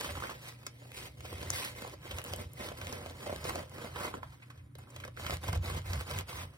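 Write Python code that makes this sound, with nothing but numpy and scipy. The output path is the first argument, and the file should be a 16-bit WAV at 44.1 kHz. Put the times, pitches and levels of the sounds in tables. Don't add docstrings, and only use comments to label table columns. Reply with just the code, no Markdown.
import sys
import numpy as np
from scipy import signal
from scipy.fft import rfft, irfft, next_fast_len
from scipy.io import wavfile
from scipy.ndimage import uniform_filter1d, minimum_filter1d

SR = 44100
rng = np.random.default_rng(int(sys.argv[2]) if len(sys.argv) > 2 else 0)


def unload_audio(sound):
    columns = np.transpose(np.atleast_2d(sound))
    steps = np.round(np.clip(columns, -1, 1) * 32767)
    wavfile.write(sys.argv[1], SR, steps.astype(np.int16))


def natural_amplitude(level_db):
    exponent = np.asarray(level_db, float) / 20
    return 10 ** exponent


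N = 289867


def knife():
    # (start [s], length [s], blade hiss [dB], swell along the stroke [dB],
    # crumb thud over hiss [dB])
    strokes = [(0.0, 0.35, -51.5, -13, 3), (0.403, 0.082, -54, 11.5, -3), (0.642, 0.25, -68, 13, 5.5),
               (0.959, 0.086, -49, -2, -1.5), (1.208, 0.29, -56.5, 9.5, 4.5), (1.541, 0.12, -42, 0.5, -6.5),
               (1.768, 0.16, -53.5, -8, 2.5), (2.032, 0.17, -54, 4, 3), (2.254, 0.077, -51.5, 1.5, 6),
               (2.35, 0.062, -54.5, 10, 6.5), (2.592, 0.1, -49, 1, 5.5), (2.778, 0.11, -53, 3.5, 4.5),
               (2.931, 0.18, -54.5, -7, 9.5), (3.201, 0.13, -55.5, 5, 9.5), (3.415, 0.075, -50, 13, 5),
               (3.53, 0.06, -50.5, 3, 10.5), (3.735, 0.13, -54.5, 3.5, 7.5), (3.966, 0.1, -46.5, 1.5, 4.5),
               (4.153, 0.011, -58.5, -6, 13.5), (4.244, 0.089, -67.5, 6, -11), (4.437, 0.02, -75, -21, -10)]
    last_strokes = [
        (4.787, 0.041, -65.5, 2.5, 7),
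        (4.898, 0.17, -63.5, 3, 6.5),
        (5.184, 0.16, -48, 6, 1),
        (5.429, 0.063, -50.5, 4.5, 3),
        (5.523, 0.029, -51, 5, 7),
        (5.643, 0.14, -47, -1.5, 4.5),
        (5.861, 0.15, -49.5, 3, -0.5),
        (6.073, 0.12, -47, 4.5, 3),
        (6.285, 0.15, -49.5, 0, -2),
    ]
    # (time [s], crunch over hiss under the edge [dB], rustle of the resting hand [dB])
    grip = [(0, -4.5, -72), (.3, 3, -53), (.45, -3.5, -72.5), (.62, -2.5, -66.5), (1.0, -6, -80),
            (1.3, -3.5, -59.5), (1.6, -3.5, -55.5), (2.0, 0, -73.5), (2.5, -1.5, -69.5), (3.0, 2, -67),
            (3.4, 0, -56), (3.7, 2.5, -69.5), (4.05, 5.5, -71.5), (4.5, 2, -74), (4.72, 5, -84.5),
            (5.1, -0.5, -74), (5.8, 1.5, -90), (6.57, 2, -68.5)]
    # (frequency [Hz], density [dB per Hz])
    hiss_spectrum = [(2470, -18.5), (4200, -3), (4420, -1.5), (5430, -1), (6610, -8.5), (6760, -5.5),
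                     (9140, -3.5), (13800, -9), (15800, -9.5), (16500, -33)]
    rasp_spectrum = [(1120, -33.5), (1900, 2.5), (2130, 3.5), (3010, -0.5), (3960, -6.5), (4700, -33),
                     (6110, -24), (10300, -120)]
    crunch_spectrum = [(410, -32), (700, -1.5), (1060, -0.5), (1270, -0.5), (1540, -3), (2100, -24),
                       (2730, -33), (4620, -120)]
    thud_spectrum = [(94, -46.5), (160, 0.5), (436, 1), (483, 6.5), (645, -6.5), (800, -3.5), (1040, -16),
                     (1760, -120)]
    # (frequency [Hz], width [Hz], level [dB])
    blade_modes = [(2120, 44, -25), (3190, 79, -10.5), (4820, 38, -20), (6900, 27, -14.5), (8300, 40, -25),
                   (9210, 90, -24), (13000, 40, -23)]
    board_modes = [(282, 82, -19), (358.7, 59, -14), (475.3, 51, -7), (563.7, 97, -5.5)]

    start, length, db, swell_db, depth_db = np.transpose(strokes + last_strokes)
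    crust_db, rest_db = curves(grip)
    db = db - 1.5
    pace = np.where(start >= last_strokes[0][0], 1.72, 1)
    bite_db_per_s, stop_db_per_s, settle_db_per_s = pace * 367, pace * 266, pace * 245
    hiss_db = gestures(start, length, db, swell_db, bite_db_per_s, stop_db_per_s, rest_db)
    crumb_db = gestures(start, length, db + depth_db, swell_db, bite_db_per_s, settle_db_per_s, rest_db + 4)
    thud_db = crumb_db - hiss_db
    rasp_db = -1 + 0.047 * thud_db
    crunch_db = crust_db + 0.043 * thud_db

    fine = tears(per_s=3500, spread_db=3.5, rub=0.7, clump_db=2.0)
    coarse = tears(per_s=480, spread_db=1.7, rub=0.4, clump_db=1.0)
    hiss = evened(colour(fine + 0.16 * coarse, hiss_spectrum) + ring(fine, blade_modes[2:]))
    rasp = evened(colour(fine + 0.85 * coarse, rasp_spectrum) + ring(fine, blade_modes[:2]))
    crunch = colour(fine + 0.84 * coarse, crunch_spectrum)
    thud = evened(colour(fine + 1.0 * coarse, thud_spectrum) + ring(coarse, board_modes))

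    catch_db = -2.0 + 0.63 * catches()
    bright = hiss + natural_amplitude(rasp_db) * rasp
    dull = natural_amplitude(crunch_db) * crunch + natural_amplitude(thud_db) * thud
    return natural_amplitude(hiss_db) * (natural_amplitude(0.45 * catch_db) * bright + natural_amplitude(catch_db) * dull)


def tears(per_s, spread_db, rub, clump_db):
    size = natural_amplitude(spread_db * np.minimum(rng.exponential(1, N), 4)) * rng.choice([-1., 1.], N)
    clicks = evened(size * (rng.random(N) < per_s / SR))
    lumps = wander(87) + 0.71 * wander(280)
    clumps = natural_amplitude(clump_db * 2 * np.tanh(lumps / 2))
    return evened(clumps * (clicks + rub * rng.standard_normal(N)))


def catches():
    # (time [s], extra tearing [dB], length [s])
    catch_rows = [(0.011, 1, 0.009), (0.046, 7, 0.011), (0.102, 6, 0.021), (0.176, 17, 0.022),
                  (0.225, 13, 0.0099), (0.244, 16.5, 0.031), (0.313, 6, 0.028), (0.457, 7.7, 0.016),
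                  (0.528, 10, 0.024), (0.634, 16, 0.011), (0.673, 24, 0.028), (0.825, 16, 0.017),
                  (0.855, 11, 0.017), (0.907, 13, 0.006), (0.919, 16, 0.011), (0.97, -2, 0.02),
                  (1.064, 11, 0.048), (1.174, 13, 0.013), (1.25, 13, 0.023), (1.329, 16, 0.0084),
                  (1.415, 9, 0.007), (1.433, 12.5, 0.014), (1.462, 8, 0.014), (1.65, 3, 0.021),
                  (1.774, -1, 0.009), (1.787, 3, 0.009), (1.823, 17, 0.0098), (1.842, 12, 0.019),
                  (1.874, 17, 0.022), (1.941, 18, 0.02), (2.06, 10, 0.018), (2.12, 12, 0.023),
                  (2.15, 12, 0.015), (2.195, 8, 0.017), (2.253, -1, 0.02), (2.283, 4, 0.01),
                  (2.337, 10, 0.015), (2.392, 8, 0.012), (2.624, 8.7, 0.02), (2.686, 5.8, 0.01),
                  (2.72, 17, 0.009), (2.824, 8, 0.017), (2.874, 6.0, 0.019), (2.898, 4.7, 0.012),
                  (2.93, 1, 0.017), (3.066, 9, 0.013), (3.084, 0, 0.02), (3.155, 13, 0.01),
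                  (3.233, 6.8, 0.017), (3.27, 14, 0.018), (3.303, 15, 0.012), (3.332, 9.4, 0.016),
                  (3.362, 16, 0.016),
                  (3.453, 6.8, 0.025), (3.497, 8.0, 0.02), (3.56, 6.8, 0.007), (3.599, 7.2, 0.022),
                    (3.638, 7.2, 0.022), (3.718, 4, 0.007), (3.786, 4.9, 0.016), (3.821, 6.2, 0.015),
                    (3.848, 4.6, 0.018), (3.873, 4.4, 0.013), (3.964, 5.3, 0.015), (4.05, 9.8, 0.014),
                    (4.082, 7.3, 0.019), (4.142, 12, 0.015), (4.175, 18, 0.02), (4.234, 27, 0.021),
                    (4.33, 4.6, 0.016), (4.401, 10, 0.0099), (4.43, 9.4, 0.02), (4.561, 16, 0.029),
                    (4.579, 11, 0.016), (4.611, 8.6, 0.012), (4.667, 4.6, 0.02), (4.755, 22, 0.019),
                    (4.787, 14, 0.014), (4.838, 5.2, 0.012), (4.874, 20, 0.03), (4.926, 6.9, 0.009),
                    (4.965, 10.8, 0.012), (5.003, 5.4, 0.009), (5.053, 7.1, 0.013), (5.083, 23, 0.019),
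                    (5.176, 8.9, 0.0077), (5.204, 6, 0.016), (5.267, 11, 0.023), (5.298, 9.5, 0.0087),
                    (5.326, 8.8, 0.016), (5.36, 4.2, 0.01), (5.439, 15, 0.016), (5.487, 12, 0.02),
                    (5.535, 9.1, 0.0076), (5.559, 6.8, 0.015), (5.654, 3.1, 0.01), (5.701, 12, 0.0089),
                    (5.791, 5.7, 0.008), (5.905, 10, 0.019), (5.939, 12, 0.016), (6.011, 12, 0.02),
                    (6.099, 6.6, 0.008), (6.114, 7.0, 0.026), (6.187, 3.2, 0.0056), (6.217, 5.8, 0.016),
                    (6.292, 9.2, 0.026), (6.331, 10, 0.014), (6.386, 8.9, 0.031), (6.452, 7.9, 0.02)]
    s, db, length = np.transpose(catch_rows)
    t = np.arange(0, N + 32, 32)[:, None] / SR
    swell = (db * np.exp(-((t - s) / (0.4 * np.maximum(length, .003))) ** 2)).max(1)
    return np.interp(np.arange(N) / SR, t[:, 0], swell)


def gestures(start, length, db, swell_db, rise, fall, rest_db):
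    t = np.arange(0, N + 64, 64)[:, None] / SR
    done = np.clip((t - start) / length, 0, 1) - .5
    before, after = np.maximum(start - t, 0), np.maximum(t - start - length, 0)
    level = db + swell_db * done - rise * before - fall * after
    power = np.interp(np.arange(N) / SR, t[:, 0], (natural_amplitude(level) ** 2).sum(1))
    return 10 * np.log10(power + natural_amplitude(rest_db) ** 2)


def curves(rows):
    s, *columns = np.transpose(rows)
    return [np.interp(np.arange(N) / SR, s, c) for c in columns]


def evened(x):
    return x / np.sqrt(np.mean(x ** 2) + 1e-20)


def wander(per_s):
    span = int(SR / per_s)
    return evened(uniform_filter1d(uniform_filter1d(rng.standard_normal(N), span), span))


def read(points, hz):
    f, value = np.transpose(points)
    return np.interp(np.log(hz + 1), np.log(f + 1), value)


def colour(x, points):
    db = read(points, abs(np.fft.fftfreq(4096, 1 / SR)))
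    log_gain = np.log(natural_amplitude(np.maximum(db, -80)))
    taps = np.fft.ifft(np.exp(np.conj(signal.hilbert(log_gain)))).real[:2048]
    return evened(signal.oaconvolve(x, taps)[:N])


def ring(x, modes):
    out = np.zeros(N)
    for hz, width, db in modes:
        b, a = signal.iirpeak(hz, hz / width / 1.42, SR)
        out += natural_amplitude(db) * evened(signal.lfilter(b, a, signal.lfilter(b, a, x)))
    return out


def crust_snaps():
    # (time [s], peak [dB], ring [Hz], t60 [s])
    cracks = [(0.6657, -22.5, 5060, 0.017), (1.2059, -37.5, 2540, 0.019), (1.2511, -36.5, 2480, 0.11),
              (1.5031, -12, 6250, 0.0029), (2.1106, -29, 2700, 0.064), (2.1848, -25.5, 2700, 0.015),
              (2.2493, -29.5, 2200, 0.0051), (2.3352, -23, 2610, 0.0072), (2.3616, -30, 9200, 0.0033),
              (2.534, -38, 12200, 0.0065), (2.8135, -30.5, 2130, 0.025), (2.926, -24, 4570, 0.0079),
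              (3.2623, -34, 4940, 0.0042), (3.4411, -29, 4340, 0.041), (3.5554, -35, 2500, 0.031),
              (4.7524, -39.5, 4020, 0.017), (4.785, -44.5, 10900, 0.016), (4.903, -40, 6770, 0.028),
              (4.962, -33, 2180, 0.028), (5.0, -36.5, 2150, 0.053), (5.0389, -38, 2120, 0.018),
              (5.0775, -43, 2800, 0.024), (5.167, -39.5, 2040, 0.0086), (5.2644, -28, 2100, 0.024),
              (5.3285, -37, 2140, 0.01), (5.4363, -35, 2530, 0.0043), (5.5291, -25, 2140, 0.012),
              (5.9329, -22.5, 4760, 0.0074), (6.111, -23.5, 2380, 0.012), (6.1873, -22, 3560, 0.0058)]
    return burst(cracks, rise_s=0.00052, width=0.62, brittle_hz=5350, gain_db=-1.5, tick=0.29)


def crumb_knocks():
    # (time [s], peak [dB], ring [Hz])
    knocks = [(0.047, -51, 364), (0.091, -43, 556), (0.153, -38, 875), (0.223, -29, 1040),
              (0.295, -32, 940), (0.6655, -41.5, 1020), (1.251, -39.5, 515), (1.849, -32, 615),
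              (2.334, -39, 580), (2.597, -40, 535), (2.717, -40, 666), (2.816, -38, 1220),
              (2.925, -34, 614), (3.061, -36.5, 580), (3.269, -33.5, 520), (3.295, -31, 570),
              (3.327, -30, 464), (3.452, -34, 480), (3.558, -28.5, 490), (3.845, -36, 570),
              (4.14, -33, 1070), (4.231, -31.5, 1120), (4.754, -46.5, 428), (5.173, -35.5, 1480),
              (5.197, -34.5, 1020), (5.266, -31, 1660), (5.323, -34, 580), (5.533, -31, 950),
              (5.644, -46, 945), (5.052, -38, 567), (5.297, -32.5, 640), (5.558, -36, 603),
              (3.494, -31.5, 845), (3.506, -29.5, 700), (5.95, -38, 605), (5.699, -36, 1130)]
    rows = [(*row, .014) for row in knocks]
    return burst(rows, rise_s=0.0008, width=0.72, brittle_hz=302, gain_db=2.0, tick=6.6)


def flake_ticks():
    # (time [s], peak [dB], ring [Hz])
    flicks = [(0.0104, -28, 4800), (0.17, -36, 5310), (0.4655, -42, 3650), (0.9178, -41, 3050),
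              (1.4293, -33.5, 3200), (1.8198, -40, 3180), (1.897, -43, 4170), (2.2165, -37, 3540),
              (2.2409, -27.5, 10800), (2.2634, -36, 6510), (2.6877, -35.5, 3170), (2.7746, -38, 4870),
              (2.87, -31.5, 4860), (3.061, -34, 4770), (3.098, -40, 3430), (3.3609, -33.5, 3250),
              (3.4947, -33, 4860), (3.5563, -31.5, 3630), (5.0507, -37, 4580), (5.3073, -26, 3880),
              (5.3696, -34, 4060), (5.4814, -29.5, 4660), (5.4956, -37, 3890), (5.5752, -40, 4150),
              (5.6595, -31.5, 3580), (5.789, -40, 3710), (5.8184, -47, 4080), (6.209, -32.5, 3870)]
    rows = [(*row, .005) for row in flicks]
    return burst(rows, rise_s=0.0003, width=0.9, brittle_hz=8800, gain_db=4.0, tick=0.9)


def soft_rustles():
    # (time [s], peak [dB], centre [Hz], t60 [s])
    rustles = [(4.42, -44.5, 2040, 0.054), (2.3, -50, 2376, 0.19), (4.59, -53, 1700, 0.07),
               (0.236, -23.5, 1380, 0.013), (0.01, -28, 1360, 0.02), (0.043, -25.5, 1200, 0.03),
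               (0.089, -30.5, 1500, 0.023), (0.2, -33, 1100, .02), (0.297, -31, 1100, 0.019),
               (0.317, -35.5, 1100, .03), (4.5, -38, 1200, 0.05), (4.399, -50, 1400, 0.018),
               (0.15, -32, 1150, 0.059), (0.308, -34, 1150, 0.033), (4.5, -51, 1600, 0.042),
               (4.232, -54, 1000, 0.026), (0.15, -41, 1200, 0.049), (0.224, -33, 1350, 0.052),
               (4.57, -52, 453, 0.12), (3.695, -42, 8000, 0.0068), (5.9, -57, 4000, 0.027),
               (5.036, -31, 1700, 0.03), (5.078, -38, 1500, 0.013)]
    return burst(rustles, rise_s=0.0054, width=0.63, brittle_hz=1300, gain_db=-2.5, tick=0.06)


def burst(events, rise_s, width, brittle_hz, gain_db, tick):
    out, t = np.zeros(N + 4000), np.arange(4000) / SR
    chance = rng.standard_normal((len(events), 4000))
    for (s, peak_db, hz, t60), noise in zip(events, chance):
        puff = noise * (1 - np.exp(-t / rise_s)) * natural_amplitude(-60 * t / np.clip(t60, .004, .15))
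        puff[12] += tick
        b, a = signal.iirpeak(hz, 1 / width, SR)
        rung = signal.lfilter(b, a, signal.lfilter(b, a, puff))
        softened = signal.lfilter([1], [1, -.4], puff)
        dull = signal.lfilter([1, -1], np.convolve([1, -.62], [1, -.93]), softened)
        share = np.clip(hz / brittle_hz - .5, .1, .97)
        sound = share * rung / abs(rung).max() + (1 - share) * dull / abs(dull).max()
        at = round(s * SR)
        out[at:][:4000] += (natural_amplitude(peak_db + gain_db) * sound)[:len(out) - at]
    return out[:N]


def table():
    # (frequency [Hz], width [Hz], level [dB])
    table_modes = [(57, 31, -17), (71.5, 15, -1), (86.2, 9.4, 1.5), (144.7, 16.4, -8.5)]
    # (start [s], length [s], level [dB])
    pushes = [(0.093, 0.099, -41.5), (0.248, 0.18, -55.5), (0.494, 0.38, -62), (0.964, 0.23, -53),
              (1.192, 0.095, -50.5), (1.334, 0.082, -42.5), (1.497, 0.029, -38.5), (1.69, 0.4, -52.5),
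              (2.134, 0.028, -40.5), (2.321, 0.15, -42.5), (2.6, 0.15, -48.5), (2.84, 0.016, -40),
              (2.9, 0.248, -47.5), (3.29, 0.1, -44), (3.436, 0.17, -44), (3.72, 0.27, -51.5),
              (3.914, 0.4, -50), (4.24, 0.04, -52), (4.574, 0.079, -51.5), (4.784, 0.02, -50.5),
              (4.97, 0.2, -50.5), (5.236, 0.024, -41), (5.313, 0.027, -37), (5.358, 0.021, -40.5),
              (5.496, 0.021, -31.5), (5.57, 0.016, -27.5), (5.69, 0.095, -34.5), (5.904, 0.082, -33),
              (6.151, 0.029, -33), (6.348, 0.11, -43.5)]
    boom = ring(rng.standard_normal(N), table_modes)
    swell = np.sqrt(uniform_filter1d(boom ** 2, size=2600) + 1e-9)
    push_db = gestures(*np.transpose(pushes), swell_db=0, rise=248, fall=208, rest_db=-68)
    return natural_amplitude(push_db - 3) * evened(boom / swell ** 0.7)


def ports(x):
    # (frequency [Hz], phase [rad])
    lead = [(0, 0), (780, -1.6), (1550, -1.0), (2070, -4.1), (3010, -3.7), (5430, -5.6), (6720, -3.5),
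            (6980, -4.5), (7320, -3.1), (7750, -0.0), (15900, -0.0), (16400, -0.4)]
    # (frequency [Hz], level [dB])
    tilt = [(60, -12), (130, -2.5), (290, 2), (640, -2.5), (1410, -5.5), (3100, 1), (6820, 0.5),
            (15000, -0.5)]
    size = next_fast_len(N + 4096)
    hz = np.fft.rfftfreq(size, 1 / SR)
    half = natural_amplitude(read(tilt, hz) / 2) * np.exp(.5j * np.interp(hz, *np.transpose(lead)))
    pair = np.array([half, 1 / half])
    pair = pair / np.sqrt(abs(pair.mean(0)) ** 2 + 0.47)
    return irfft(rfft(x, size) * pair, size)[:, :N]


def drifting(x, patchy_db, turn):
    hz, t, z = signal.stft(x, SR, nperseg=512, noverlap=384)
    field = rng.standard_normal((3, len(hz), len(t)))
    smooth = [uniform_filter1d(uniform_filter1d(f, size=8, axis=0), size=7, axis=1) for f in field]
    level, left, right = (evened(f) for f in smooth)
    reach = (hz / (hz + 350))[:, None] ** 2
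    z = z * natural_amplitude(patchy_db * reach * level) * np.exp(1j * turn * reach * np.array([left, right]))
    return signal.istft(z, SR, nperseg=512, noverlap=384)[1][:, :N]


def kitchen(x):
    # (frequency [Hz], t60 [s])
    room_decay = [(100, 0.071), (1000, 0.16), (5000, 0.16), (15000, 0.038)]
    # (frequency [Hz], level [dB])
    wet = [(100, -49), (300, -4.5), (600, 0), (1500, -4), (3000, 0), (6000, -6), (15000, -7)]
    taps = np.zeros((2, SR // 2))
    slots = np.arange(60, SR // 2 - 20, 20)
    at = slots + rng.integers(0, 20, (2, len(slots)))
    np.put_along_axis(taps, at, rng.choice([-1., 1.], at.shape), 1)
    hz, t, z = signal.stft(taps, SR, nperseg=256)
    decay = natural_amplitude(-60 * t / read(room_decay, hz)[:, None])
    decay = decay / np.linalg.norm(decay, axis=1, keepdims=True) * natural_amplitude(read(wet, hz))[:, None]
    tail = signal.istft(z * decay, SR, nperseg=256)[1]
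    return signal.fftconvolve(x[None], 0.27 * tail, axes=1)[:, :N]


def background():
    # (frequency [Hz], width [Hz], level [dB])
    fridge_modes = [(124.4, 5.4, -63.5), (142.4, 5.4, -62), (285.7, 19, -72.5), (91, 38, -68.5)]
    # (frequency [Hz], density [dB per Hz])
    air_spectrum = [(100, -12.5), (170, -10), (210, 2), (230, -2), (307, -2.5), (619, -31), (708, -23),
                    (2210, -18.5), (7060, -73), (9220, -21), (16000, -41)]
    air = np.array([colour(rng.standard_normal(N), air_spectrum) for _ in range(2)])
    low = signal.lfilter(*signal.butter(2, 330, fs=SR), air[1] - air[0])
    treble = signal.lfilter(*signal.butter(2, 200, "high", fs=SR), air[0])
    air = np.array([air[0], air[1] - low]) / np.std(treble)
    motor = natural_amplitude(-57.0) * np.sqrt(2) * np.sin(2 * np.pi * 119.8 * np.arange(N) / SR)
    return natural_amplitude(-70.5) * air + ring(rng.standard_normal(N), fridge_modes) + motor


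def scene():
    saw = knife()
    flakes = crust_snaps() + crumb_knocks() + flake_ticks() + soft_rustles()
    moving = drifting(ports(saw) + kitchen(saw + flakes), patchy_db=1.0, turn=.8)
    boom = table() * natural_amplitude([[-.45], [.45]])
    return moving + ports(flakes) + boom + background()


def starve(x):
    # (low edge [Hz], high edge [Hz], share of frames [0-1])
    starved = [(7000, 7750, .92), (6500, 7000, .25), (9900, 10300, .3), (10300, 11000, .27),
               (13200, 13600, .5), (13600, 14100, .6)]
    mid_side = np.array([x[0] + x[1], x[0] - x[1]]) / 2
    hz, t, z = signal.stft(mid_side, SR, nperseg=2048, noverlap=1536)
    power = uniform_filter1d(np.diff(x.mean(0), prepend=0) ** 2, size=40)
    peak = -minimum_filter1d(-power, size=1600)
    crest_db = 10 * np.log10(peak / uniform_filter1d(power, size=3000) + 1e-12) + 5
    crest_db = crest_db[np.minimum((t * SR).astype(int), N - 1)]
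    calm = crest_db < 15

    def chosen(share):
        luck = uniform_filter1d(rng.standard_normal(len(t)), size=9)
        return calm & (luck <= np.quantile(luck, share))

    keep = np.ones(z.shape)
    keep[1][np.ix_(hz > 7650, chosen(.4))] = 0
    keep[:, hz > 16900] = 0
    keep[:, hz > 15850] *= crest_db > 21
    for low_hz, high_hz, share in starved:
        keep[0][np.ix_((hz > low_hz) & (hz < high_hz), chosen(share))] = 0
    mid, side = signal.istft(z * keep, SR, nperseg=2048, noverlap=1536)[1][:, :N]
    return np.array([mid + side, mid - side])


def band_limit(x):
    return signal.sosfilt(signal.butter(12, 16820, fs=SR, output="sos"), x)


def record(dry):
    finished = starve(dry)
    return band_limit(finished)


dry = scene()
out = record(dry)
unload_audio(out)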